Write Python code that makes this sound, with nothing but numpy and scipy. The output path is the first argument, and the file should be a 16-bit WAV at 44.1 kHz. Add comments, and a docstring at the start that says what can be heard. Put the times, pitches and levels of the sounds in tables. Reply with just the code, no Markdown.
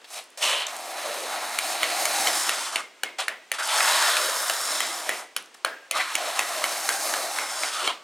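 """Trowel and float on tile adhesive

A notched steel trowel combs gritty adhesive over concrete in long strokes: dense random grain snaps
excite resonances of plate, blade, teeth and grit. A wooden float taps a pebble mat into the bed about
four times a second: clusters of contacts ring wood and stone. Loose pebbles and the blade edge tick.
Bare walls close by answer with a short tail of random-phase noise; a distant site washes underneath."""
import sys
import numpy as np
from scipy import signal
from scipy.fft import rfft, irfft, next_fast_len
from scipy.io import wavfile
from scipy.ndimage import uniform_filter1d, map_coordinates

SR = 44100
rng = np.random.default_rng(int(sys.argv[2]) if len(sys.argv) > 2 else 0)


def bounce(signal):
    """Save signal as a 16-bit WAV file at the path given by the first command-line argument."""
    frames = np.transpose(np.atleast_2d(signal))
    limited = np.clip(frames, -1, 1)
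    pcm = np.round(limited * 32767).astype(np.int16)
    wavfile.write(sys.argv[1], SR, pcm)


N = 354123


def gain_of(db):
    """Decibels to an amplitude factor."""
    return 10 ** (np.asarray(db) / 20)


def evened(x):
    """Scaled to an rms of one."""
    return x / np.sqrt(np.mean(x ** 2) + 1e-20)


def read(points, hz):
    """A table interpolated over log frequency."""
    f, value = np.transpose(points)
    return np.interp(np.log(hz + 1), np.log(f + 1), value)


def add(mix, s, sound):
    """Mixes a sound in at time s."""
    part = mix[round(s * SR):][:len(sound)]
    part += sound[:len(part)]


def smooth_noise(shape, size):
    """Slow random wander: noise averaged twice over size samples."""
    return uniform_filter1d(uniform_filter1d(rng.standard_normal(shape), size=size), size=size)


def ring(hz, db, t60, size=2048):
    """A struck mode: a sine dying 60 dB in t60 seconds."""
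    t = np.arange(size) / SR
    return gain_of(db - 60 * t / t60) * np.sin(2 * np.pi * hz * t)


def later(x, ms):
    """A copy that arrives a fixed or changing time later."""
    return map_coordinates(x, [np.arange(N) - ms * SR / 1000], order=3)


def resonate(x, hz, width_hz):
    """A moving resonance: shifts the curve hz down to zero, smooths, and shifts back."""
    turn = np.exp(2j * np.pi * np.cumsum(hz) / SR)
    r = np.exp(-np.pi * width_hz / SR)
    return (turn * signal.lfilter([1 - r], [1, -r], x / turn)).real


def resonate_twice(x, hz, width_hz, second_width_hz):
    """Two moving resonances in series for steeper skirts, at an rms of one."""
    return evened(resonate(resonate(x, hz, width_hz), hz, second_width_hz))


def site():
    """Steady distant wash of the site and the microphone's hiss: noise shaped in frequency."""
    # relative spectrum: (frequency [Hz], level per Hz [dB])
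    wash_spectrum = [(18, -51), (30, 0), (540, -4), (2170, -5.5), (2750, -6.5), (2980, -7), (4530, -11.5),
                     (8740, -16), (14000, -44), (16000, -48)]
    hz = np.fft.rfftfreq(N, 1 / SR)
    a, b = irfft(rfft(rng.standard_normal((2, N))) * gain_of(read(wash_spectrum, hz)), N)
    return gain_of(-54) * evened(np.array([a + 0.21 * b, a - 0.25 * b]))


def walls(x):
    """Diffuse tail: power in each band lingers and dies at its own speed, with random phase."""
    # (frequency [Hz], t60 [s])
    wall_t60 = [(300, 0.5), (800, 0.27), (2100, 0.24), (5500, 0.31), (12000, 0.16)]
    # colour of the tail: (frequency [Hz], gain [dB])
    wall_colour = [(300, -1), (1500, -1.5), (4000, -1.5), (10000, 4), (13000, 1), (14500, -6), (16000, -30)]
    hop = 64
    frames = dict(fs=SR, nperseg=256, noverlap=256 - hop)
    hz, _, z = signal.stft(np.roll(x, 560), **frames)
    keep = gain_of(-120 * hop / SR / read(wall_t60, hz))  # a power factor, hence 120
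    narrow, wide = (uniform_filter1d(abs(z) ** 2, size=n, axis=0) for n in (3, 15))
    # many scattered paths even out the colour, most in the treble
    blend = np.clip(hz / 5000, 0, 1)[:, None]
    fed = narrow + blend * (wide - narrow)
    power = np.array([signal.lfilter([1 - k], [1, -k], p) for k, p in zip(keep, fed)])
    a, b = rng.standard_normal((2, 2) + z.shape)
    field = (a + 1j * b) * np.sqrt(2 * abs(power)) * gain_of(read(wall_colour, hz))[:, None]
    mid, side = signal.istft(field, **frames)[1][:, :N]
    side = signal.sosfilt(signal.butter(2, 11500, fs=SR, output="sos"), side)
    return np.array([mid + 0.1 * side, mid - 0.18 * side])  # the ports hear nearly the same


def ports(x, lead):
    """Two close microphone ports: a small scattered difference that depends on frequency."""
    # difference between the ports, before the lead factor: (frequency [Hz], level [dB])
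    port_difference = [(60, -21), (290, -47), (640, -25.5), (1410, -26.5), (2800, -17.5), (4300, -8.5),
                       (6500, -19), (9500, -14.5), (12500, -35), (15000, -48)]
    size = next_fast_len(N)
    hz = np.fft.rfftfreq(size, 1 / SR)
    scatter_s = 0.0005  # decay constant of the scatter around the housing
    paths = rng.standard_normal(1024) * np.exp(-np.arange(1024) / SR / scatter_s)
    scatter = 1j * abs(rfft(paths / np.linalg.norm(paths), size))
    scatter *= lead * gain_of(read(port_difference, hz))
    side = irfft(rfft(x, size) * scatter, size)[:N]
    return np.array([x + side, x - side])


def ticks():
    """Loose pebbles and the blade edge: short decaying noise rattles a bright mode."""
    # (time [s], peak level [dB], pitch [Hz], decay constant, at least 0.0005 [s], t60 of the ring [s])
    rattles = [(0.016, -40, 2760, 0.0044, 0.00062), (0.043, -34.5, 3630, 0.014, 0.00071),
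               (0.141, -27, 7300, .0035, 0.0009), (0.184, -50, 7140, .002, .001),
               (0.24, -35, 10200, .001, 0.00065), (0.3022, -41, 9290, .0027, .001),
               (0.626, -27, 4400, 0.0023, .003), (0.667, -18.5, 6840, 0.0029, 0.0051),
               (0.668, -27, 3670, 0.0045, 0.0092), (0.765, -23.5, 8400, 0.0036, 0.00092),
               (3.675, -17, 10000, 0.0018, .001), (5.382, -29, 5100, .002, .003),
               (5.424, -39, 9500, .004, .001), (5.459, -40, 6500, .002, .001),
               (5.853, -57, 9000, .003, .001)]
    out = np.zeros(N)
    for (s, db, hz, decay_s, t60), chance in zip(rattles, rng.standard_normal((len(rattles), 800))):
        burst = chance * np.exp(-np.arange(len(chance)) / SR / max(decay_s, .0005))
        rattle = np.convolve(burst, ring(hz, 0, t60, size=400))
        add(out, s, gain_of(db) * rattle / abs(rattle).max())
    return out


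def impact_parts(contacts):
    """Contacts ring the wooden float, click the stones and thud; each part at a peak of one."""
    # modes of the float: (pitch [Hz], level [dB], t60 [s])
    float_modes = [(1525, 7, 0.0036), (2280, 2, 0.011), (2870, -3, 0.0057), (3820, 4.5, 0.0034),
                   (4390, -3.5, 0.006)]
    wood = sum((-1) ** k * ring(*mode) for k, mode in enumerate(float_modes))
    wood = np.convolve(wood, [1, -1])  # a small body sends out little bass
    stone = ring(9600, 0, .0015) + ring(7000, -2, .0015) + ring(12000, -14, .001)
    stone = np.convolve(stone, ring(9000, 0, .0004, size=64))
    thud = np.convolve(ring(724, 0, 0.011), ring(800, 0, 0.004, size=64))
    parts = [np.convolve(contacts, body[:2048]) for body in (wood, stone, thud)]
    return [part / abs(part).max() for part in parts]


def tap(row, chance):
    """The float lands on many pebbles within milliseconds; each contact clicks and rings the wood."""
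    s, db, *clack, linger_hz, tick_db, thud_db, linger_db = row
    t = np.arange(len(chance)) / SR
    spread_s = .003
    onset = np.minimum(t / spread_s, 1)
    landing = np.minimum(t / 0.0003, 1) * np.exp(-(t / spread_s) ** 4 - t / spread_s / 2)
    # pebbles keep crackling as they settle into the bed
    settling = gain_of(-11 - 60 * t / 0.05) * onset
    contacts = (chance * (landing + settling) * (abs(chance) > .8))[:2048]
    # fuzzy rings linger at the pitches of float and thud: (pitch, gain in dB, width in Hz)
    lingering = ((linger_hz, 0, 55), (clack[1], -7, 250), (650, -6, 150))
    sound = sum(gain_of(g) * evened(resonate(chance, np.full(len(t), f), width))
                for f, g, width in lingering)
    sound *= gain_of(linger_db - 60 * t / .5) * np.minimum(t / 0.0035, 1)
    # the clack is driven while the float lands, then damped
    knock = sum(gain_of(g) * np.sin(2 * np.pi * f * t) for f, g in zip(clack[:3], clack[3:]))
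    sound += knock * (landing + 0.12 * onset * gain_of(-60 * t / .025))
    wood, stone, thud = impact_parts(contacts)
    add(sound, 0, gain_of(-7) * wood + gain_of(tick_db) * stone + gain_of(thud_db) * thud)
    push_s = 0.0014  # the slab gives a low push
    push = gain_of(-24) * t / push_s * np.exp(1 - t / push_s)
    return s, gain_of(db) * (sound + push)


def float_taps():
    """Every blow, with its slap off the nearest wall: a delayed, roughened copy."""
    # (time [s], blow level [dB], three clack pitches [Hz], their three levels [dB],
    #  lingering pitch [Hz], stone tick level [dB], wooden thud level [dB], lingering level [dB]),
    # part levels relative to the blow
    blow_rows = [(1.5872, -11, 1360, 2330, 2810, -12, -3.5, -9, 1800, -0.5, -31, -40),
                 (1.8307, -6.5, 1380, 2200, 3060, -6.5, -5, -7, 1960, -8.5, -36, -29.5),
                 (2.0538, -10.5, 1310, 2175, 4800, -10, -5, -16, 1400, 1, -34, -28),
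                 (2.2714, -8.5, 2120, 3050, 4240, -4, -6, -17, 1990, -9, -30, -32),
                 (2.4925, -7.5, 1300, 1980, 2740, -10, -9, -8.5, 1370, -6, -21, -26),
                 (2.758, -7, 2210, 2800, 3550, -8.5, -6.5, -23, 2140, -6.5, -17, -34),
                 (3.034, -8.5, 1580, 2390, 2910, -7.5, -10.5, -9, 2150, -5, -18, -33),
                 (3.2815, -10, 1570, 1780, 2290, -8, -5.5, -7, 1950, -4.5, -23, -31),
                 (3.5163, -11.5, 1990, 2260, 2750, -5.5, -6, -11, 2060, 0.5, -15, -35),
                 (3.806, -9, 1370, 2080, 2460, -4, -7, -7, 1680, -16, -38, -41),
                 (4.1678, -10.5, 1390, 2510, 3520, -10, -7, -9, 1310, -2, -24, -23),
                 (4.4975, -9, 1220, 1620, 2860, -10, -8, -8, 1350, -3.5, -13.5, -31),
                 (4.8043, -10.5, 1250, 1990, 3150, -9, -6, -7, 2030, -3, -14, -25.5),
                 (5.092, -9, 1900, 2290, 2800, -2, -11, -14, 1990, -5, -12, -25.5),
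                 (5.3642, -11.5, 1330, 2610, 3000, -10.5, -7.5, -8.5, 1400, 0, -21, -40),
                 (5.6474, -6.5, 1220, 1450, 2210, -11, -4.5, -12, 1600, -9, -14, -28.5),
                 (5.911, -12, 1310, 2530, 3560, -9.5, -5.5, -11, 2100, 0, -19, -24.5),
                 (6.153, -12, 2310, 2800, 3170, -4, -5, -16, 1960, 1, -30, -29),
                 (6.392, -9.5, 1170, 2080, 2580, -8, -9, -2, 1960, -1, -10, -29),
                 (6.6402, -10, 1290, 2100, 2890, -6.5, -5, -7, 2200, -4, -31, -45),
                 (6.8897, -9, 1530, 1860, 4240, -5, -8, -13, 1590, -1, -16, -23.5),
                 (7.1381, -11.5, 1040, 1650, 2885, -17, -3.5, -11, 1270, -6, -10, -26.5),
                 (7.386, -11, 1220, 1640, 2050, -15, -7, -8, 2110, -11, -18, -25),
                 (7.634, -13, 2210, 2410, 3470, -3, -14, -13, 1310, -10, -10, -25),
                 (7.8753, -7.5, 1300, 2210, 3130, -7.5, -7, -7, 1140, -14, -15, -32)]
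    out = np.zeros(N)
    for row, chance in zip(blow_rows, rng.standard_normal((len(blow_rows), 14000))):
        add(out, *tap(row, chance))
    rough_wall = rng.standard_normal(220) * np.exp(-np.arange(220) / SR / .0015)
    rough_wall = np.convolve(rough_wall / np.linalg.norm(rough_wall), [.25, .5, .25])
    slap = signal.oaconvolve(later(out, 8.4), rough_wall)[:N]
    return out + 0.28 * slap


def hand():
    """Hand on blade: levels of plate, flex, teeth, grit and rasp; pitches of rasp and drone, over time."""
    # one table a stroke: (time [s], blade flex level [dB], teeth level [dB], grit fizz level [dB],
    #  plate drone level [dB], drone pitch [Hz])
    stroke_tables = [
        [(0.66, -41, -43.5, -45.5, -45, 650), (0.94, -39, -40.5, -42.5, -40, 640),
         (1.1, -33.5, -32, -38.5, -37, 674), (1.24, -38, -37, -40.5, -39, 585),
         (1.33, -34.5, -37, -39.5, -38.5, 745), (1.55, -35, -36.5, -38, -37.5, 676),
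         (1.72, -33, -32, -34, -35.5, 710), (1.85, -34, -32.5, -36.5, -38, 755),
         (2.12, -31.5, -29.5, -29.5, -33.5, 756), (2.3, -32, -30, -29.5, -33, 800),
         (2.42, -32.5, -32, -29, -36, 744), (2.66, -37.5, -33.5, -36, -42, 815),
         (2.81, -47, -53, -54, -52, 730)],
        [(3.62, -42, -44, -32, -50, 832), (3.692, -32, -24.5, -30, -32, 900),
         (3.822, -27.5, -28.5, -27, -30, 833), (3.908, -28.5, -25.5, -28.5, -29.5, 870),
         (4.046, -25.5, -26, -28.5, -32, 784), (4.2, -28.5, -29, -30, -38, 675),
         (4.36, -31, -35, -30.5, -37, 617), (4.46, -32, -37.5, -34, -41.5, 710),
         (4.722, -32.5, -34, -31, -39, 690), (5.058, -37.5, -38, -38, -42, 590),
         (5.186, -38, -41, -39, -47, 660), (5.27, -39, -36, -54, -34, 754)],
        [(5.96, -69, -63, -60, -56, 690), (6.014, -36, -34, -40.5, -70, 650), (6.08, -35, -37, -41, -58, 875),
         (6.14, -36, -32.5, -39, -39.5, 745), (6.45, -32, -32, -34, -36.5, 674),
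         (7.032, -36.5, -37.5, -33, -39, 692), (7.052, -32.5, -34, -32.5, -35.5, 650),
         (7.242, -34, -36, -35.5, -35, 655), (7.504, -35, -36.5, -34.5, -41.5, 797),
         (7.624, -34, -37.5, -33.5, -39.5, 650), (7.76, -33, -27, -34.5, -37, 910)],
    ]
    # the blade lands, bites or lifts: (start [s], rise [s], hold [s], fall [s], level [dB],
    #  teeth [dB], fizz [dB], drone [dB], rasp [dB] against that level, rasp pitch [Hz], drone pitch [Hz])
    scuff_rows = [(0.039, 0.1, 0.053, 0.089, -36.5, -1.5, -3.5, -10.5, -28, 2300, 696),
                  (0.371, 0.0044, 0.05, 0.017, -39, -1, -4, -7, -26, 2000, 684),
                  (0.403, 0.025, 0.19, 0.15, -23.5, -4.5, -6.5, -14, -4, 2960, 650),
                  (2.672, .006, 0.0049, 0.02, -45, -1.5, -11, -10, 2, 1200, 810),
                  (2.715, 0.015, 0.078, .03, -37, -3, -1.5, -8, 0, 1170, 745),
                  (3.182, 0.0051, 0.023, 0.098, -25.5, -0.5, -6.5, -8.5, -19, 2460, 766),
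                  (3.525, 0.015, .01, 0.16, -32.5, -1.5, -2, -9.5, -16, 2040, 705),
                  (3.577, 0.013, 0.0068, 0.37, -32.5, -1.5, -1.5, -4.5, -1, 1360, 840),
                  (5.538, 0.0066, 0.005, 0.036, -48, -1.5, 0, -7, -6, 1700, 640),
                  (5.915, 0.044, 0.025, 0.093, -24.5, -2, -10.5, -7, -19, 2070, 1170),
                  (5.986, 0.014, 0.012, 0.034, -33, -5, -11, -17, 4, 2000, 650),
                  (7.711, 0.028, 0.094, 0.085, -28, -1, -4.5, -4.5, -14, 3430, 1220),
                  (7.831, 0.016, 0.032, 0.04, -27, -2, -6.5, -11, -15, 3060, 435),
                  (7.879, 0.0044, 0.026, .05, -34.5, -2, -10, 0.5, -1, 3150, 1130)]
    t, levels, pitches = np.arange(N) / SR, np.zeros((5, N)), np.full((2, N), 1000.)
    for rows in stroke_tables:
        s, *columns = np.transpose(rows)
        on = (t >= s[0]) & (t < s[-1])
        db, teeth_db, fizz_db, drone_db, hz = (np.interp(t[on], s, c) for c in columns)
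        fade = np.clip(np.minimum((t[on] - s[0]) / 0.02, (s[-1] - t[on]) / 0.088), 0, 1)
        # the bent blade rasps more when pressed hard
        rasp_db = db - 8.5 + 0.71 * (db + 31.5)
        levels[:, on] += fade * gain_of([drone_db, db, teeth_db, fizz_db, rasp_db])
        pitches[:, on] = 1.998 * hz, hz
    for (start, rise, hold, fall, db, teeth_db, fizz_db, drone_db, rasp_db,
         rasp_hz, drone_hz) in scuff_rows:
        end = start + rise + hold + fall
        on = (t >= start) & (t < end)
        held = t[on] - start - rise
        # sags 11 dB/s from the end of the rise, and 39 dB more over the fall
        drop_db = 11 * np.maximum(held, 0) + 39 * np.maximum(held - hold, 0) / fall
        shape = np.minimum((t[on] - start) / rise, 1) ** 2 * gain_of(db - drop_db)
        levels[:, on] += shape * gain_of([[drone_db], [-5.5], [teeth_db], [fizz_db], [rasp_db]])
        # the fizz dies faster
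        levels[3, on] -= shape * gain_of(fizz_db) * (1 - gain_of(-2.21 * drop_db))
        pitches[:, on & (t < end - fall / 2)] = [[rasp_hz], [drone_hz]]
    wander_db = 0.74 * evened(smooth_noise((5, N), 3000))
    return levels * gain_of(wander_db), pitches


def edge_judder():
    """The edge judders over the rough slab, so the snaps come in clumps: a random gain."""
    fast = evened(uniform_filter1d(rng.standard_normal(N), 250))
    slow = evened(uniform_filter1d(rng.standard_normal(N), 2000))
    return gain_of(0.33 * fast + 1.09 * slow)


def grains(judder):
    """A dense train of sand-grain snaps, a few of them large."""
    size_db = 2.3 * np.minimum(rng.exponential(1, N), 6)
    return evened(judder * rng.standard_normal(N) * gain_of(size_db) * (rng.random(N) < .4))


def rasp(hz, judder):
    """Bent blade rasping: snaps through a broad moving resonance with a narrow core."""
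    broad = resonate_twice(grains(judder), hz, 780, 780)
    return broad + gain_of(-6) * resonate_twice(grains(judder), hz, 170, 170)


def drone(hz, judder):
    """Plate drone: its resonance wanders as the hand bends the blade and the adhesive load changes."""
    drift, swell = evened(smooth_noise((2, N), 4000))
    wandering_hz = hz + 59.5 * drift
    return gain_of(1 * swell) * resonate_twice(grains(judder), wandering_hz, 206, 210)


def flex(drone_hz, judder):
    """Flexing blade: four resonances slide in pitch along with the drone."""
    # blade resonances: (pitch, unbent [Hz], width of the first pass [Hz], level [dB])
    flex_modes = [(1030, 270, 2), (1330, 280, -1.5), (1595, 190, -2.5), (1870, 700, -1)]
    straight_hz = 723  # drone pitch of the unbent blade
    bend = np.clip(uniform_filter1d(drone_hz, size=3000) / straight_hz, .8, 1.2) ** 0.43
    snaps = grains(judder)
    return evened(sum((-1) ** k * gain_of(db) * resonate_twice(snaps, f * bend, width, 2 * width)
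                      for k, (f, width, db) in enumerate(flex_modes)))


def body_rings(level, modes, judder):
    """Snaps scaled by a level curve ring a body of fixed modes."""
    body = sum((-1) ** k * width * ring(hz, db, 1.89 / width) for k, (hz, width, db) in enumerate(modes))
    # a short ring at the mean pitch leaves little outside the part's range
    mean_hz = np.mean(modes, 0)[0]
    body = np.convolve(body, ring(mean_hz, 0, 2.44 / mean_hz, size=256))
    return signal.oaconvolve(grains(judder) * level, body / np.linalg.norm(body))[:N]


def close_echoes(x):
    """Two close reflections colour the scrape as the trowel moves."""
    # (time [s], short lag [ms], its share [factor], long lag [ms], its share [factor])
    echo_path = [(0, .5, .16, 1.5, .1), (2.1, .45, .22, 1.3, 0), (2.8, .7, .2, 1.3, 0),
                 (3.65, .62, .14, .8, .15), (4, .6, .2, 1.1, .3), (4.3, .6, .24, 1.32, .4),
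                 (4.65, .56, .28, 1.45, .45), (5.1, .55, .16, 1.58, .2), (5.3, .55, .14, 1.6, 0),
                 (6.5, .5, .12, 3.15, 0), (6.85, .47, .18, 3.02, .3), (7.15, .46, .22, 2.8, .25),
                 (7.4, .52, .22, 2.6, 0), (8, .72, .2, 2.6, 0)]
    s, *columns = np.transpose(echo_path)
    short_ms, short, long_ms, long = (np.interp(np.arange(N) / SR, s, c) for c in columns)
    # a small face throws back treble only
    treble_band = signal.butter(1, (4500, 10000), "band", fs=SR, output="sos")
    bright = signal.sosfiltfilt(treble_band, x)
    return x + short * later(x, short_ms) + long * later(bright, long_ms)


def trowel():
    """Sand grains snap past the edge by the thousand; the snaps ring plate, blade, teeth, grit and slab."""
    # modes of each part: (pitch [Hz], nominal width [Hz], level [dB])
    plate_modes, teeth_modes, grit_modes = [(593, 125, 2.5), (1000, 490, -0.5)], [(2230, 700, -1.5), (3320, 820, 3.5),
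                                                           (3660, 564, 5), (4230, 430, -0.5)], [(5070, 770, -2),
                                                                          (7000, 940, -0.5),
                                                                          (8260, 2220, 0),
                                                                          (9550, 2130, -2.5)]
    slab_modes, dust_modes = [(175, 280, 0.5), (344, 63, 5.2)], [(10500, 2300, 3.5), (14000, 5200, -6.5)]
    # the edge tilts and the bed thins: (time [s], slab rumble against the drone [dB],
    #  finest hiss against the fizz [dB], pitch of the song of the teeth [Hz], its level [dB])
    tilt_path = [(0, -25, -6, 2650, -23), (.55, -27, -10.5, 3020, -18), (.75, -7.5, -4.5, 3700, -33),
                 (1.3, -7, -6, 3770, -10), (2.2, -5, -5, 4000, -11.5), (2.8, -5, -13, 3550, -14),
                 (3.5, -34, -14, 3100, -33), (3.9, -20, -7, 3920, -7.5), (4.4, -16, -4, 3900, -3.5),
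                 (4.8, -4, -8, 3870, -6), (5.25, -4, -7, 3740, -23), (6, -13, -8.5, 4370, -18),
                 (6.6, -6, -5, 3900, -20), (7.25, -9.5, -5, 4070, -5.5), (7.6, -5.5, -12, 3930, -26),
                 (8.03, -24, -13, 2950, -12)]
    (plate, blade, teeth, grit, rasping), (rasp_hz, drone_hz) = hand()
    s, *columns = np.transpose(tilt_path)
    slab_db, dust_db, song_hz, song_db = (np.interp(np.arange(N) / SR, s, c) for c in columns)
    judder = edge_judder()
    out = rasping * rasp(rasp_hz, judder) + plate * drone(drone_hz, judder)
    # the teeth sing
    out += teeth * gain_of(song_db) * resonate_twice(grains(judder), song_hz, 850, 850)
    out += gain_of(-2.5) * blade * flex(drone_hz, judder)
    out += gain_of(-4) * body_rings(plate, plate_modes, judder)
    out += gain_of(-4) * body_rings(teeth, teeth_modes, judder)
    out += gain_of(-0.4) * body_rings(grit, grit_modes, judder)
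    out += gain_of(-5.5) * body_rings(plate * gain_of(slab_db), slab_modes, judder)
    out += gain_of(-1.5) * body_rings(grit * gain_of(dust_db), dust_modes, judder)
    return close_echoes(out)


def scene():
    """Both tools near the microphone, the walls behind them."""
    scrape, blows = trowel() + ticks(), float_taps()
    near = ports(scrape, 0.75) + ports(blows, 1.07)
    # the stone tick is shaded by the float and hardly reaches the walls
    dulled = signal.sosfilt(signal.butter(1, 2000, fs=SR, output="sos"), blows)
    return near + walls(gain_of(-8.5) * scrape + gain_of(-3.5) * dulled) + site()


def record(dry):
    """A small microphone with its bass cut and a faint noise of its own, then the band limit."""
    rumble = rng.standard_normal(N) + .3 * rng.standard_normal((2, N))
    own = gain_of(-92) * evened(signal.lfilter([1], [1, -.98], rumble))
    hiss = gain_of(-68.5) * np.convolve(rng.standard_normal(N), [.45, 1, .45], "same")
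    bass_cut = signal.butter(3, 330, "high", fs=SR, output="sos")
    thin = signal.sosfilt(bass_cut, dry + hiss) + own + gain_of(-45) * dry  # a little bass leaks past
    band_limit = signal.firwin(511, 15900, window=("kaiser", 9), fs=SR)
    return signal.oaconvolve(thin, band_limit[None], "same")


dry = scene()
out = record(dry)
bounce(out)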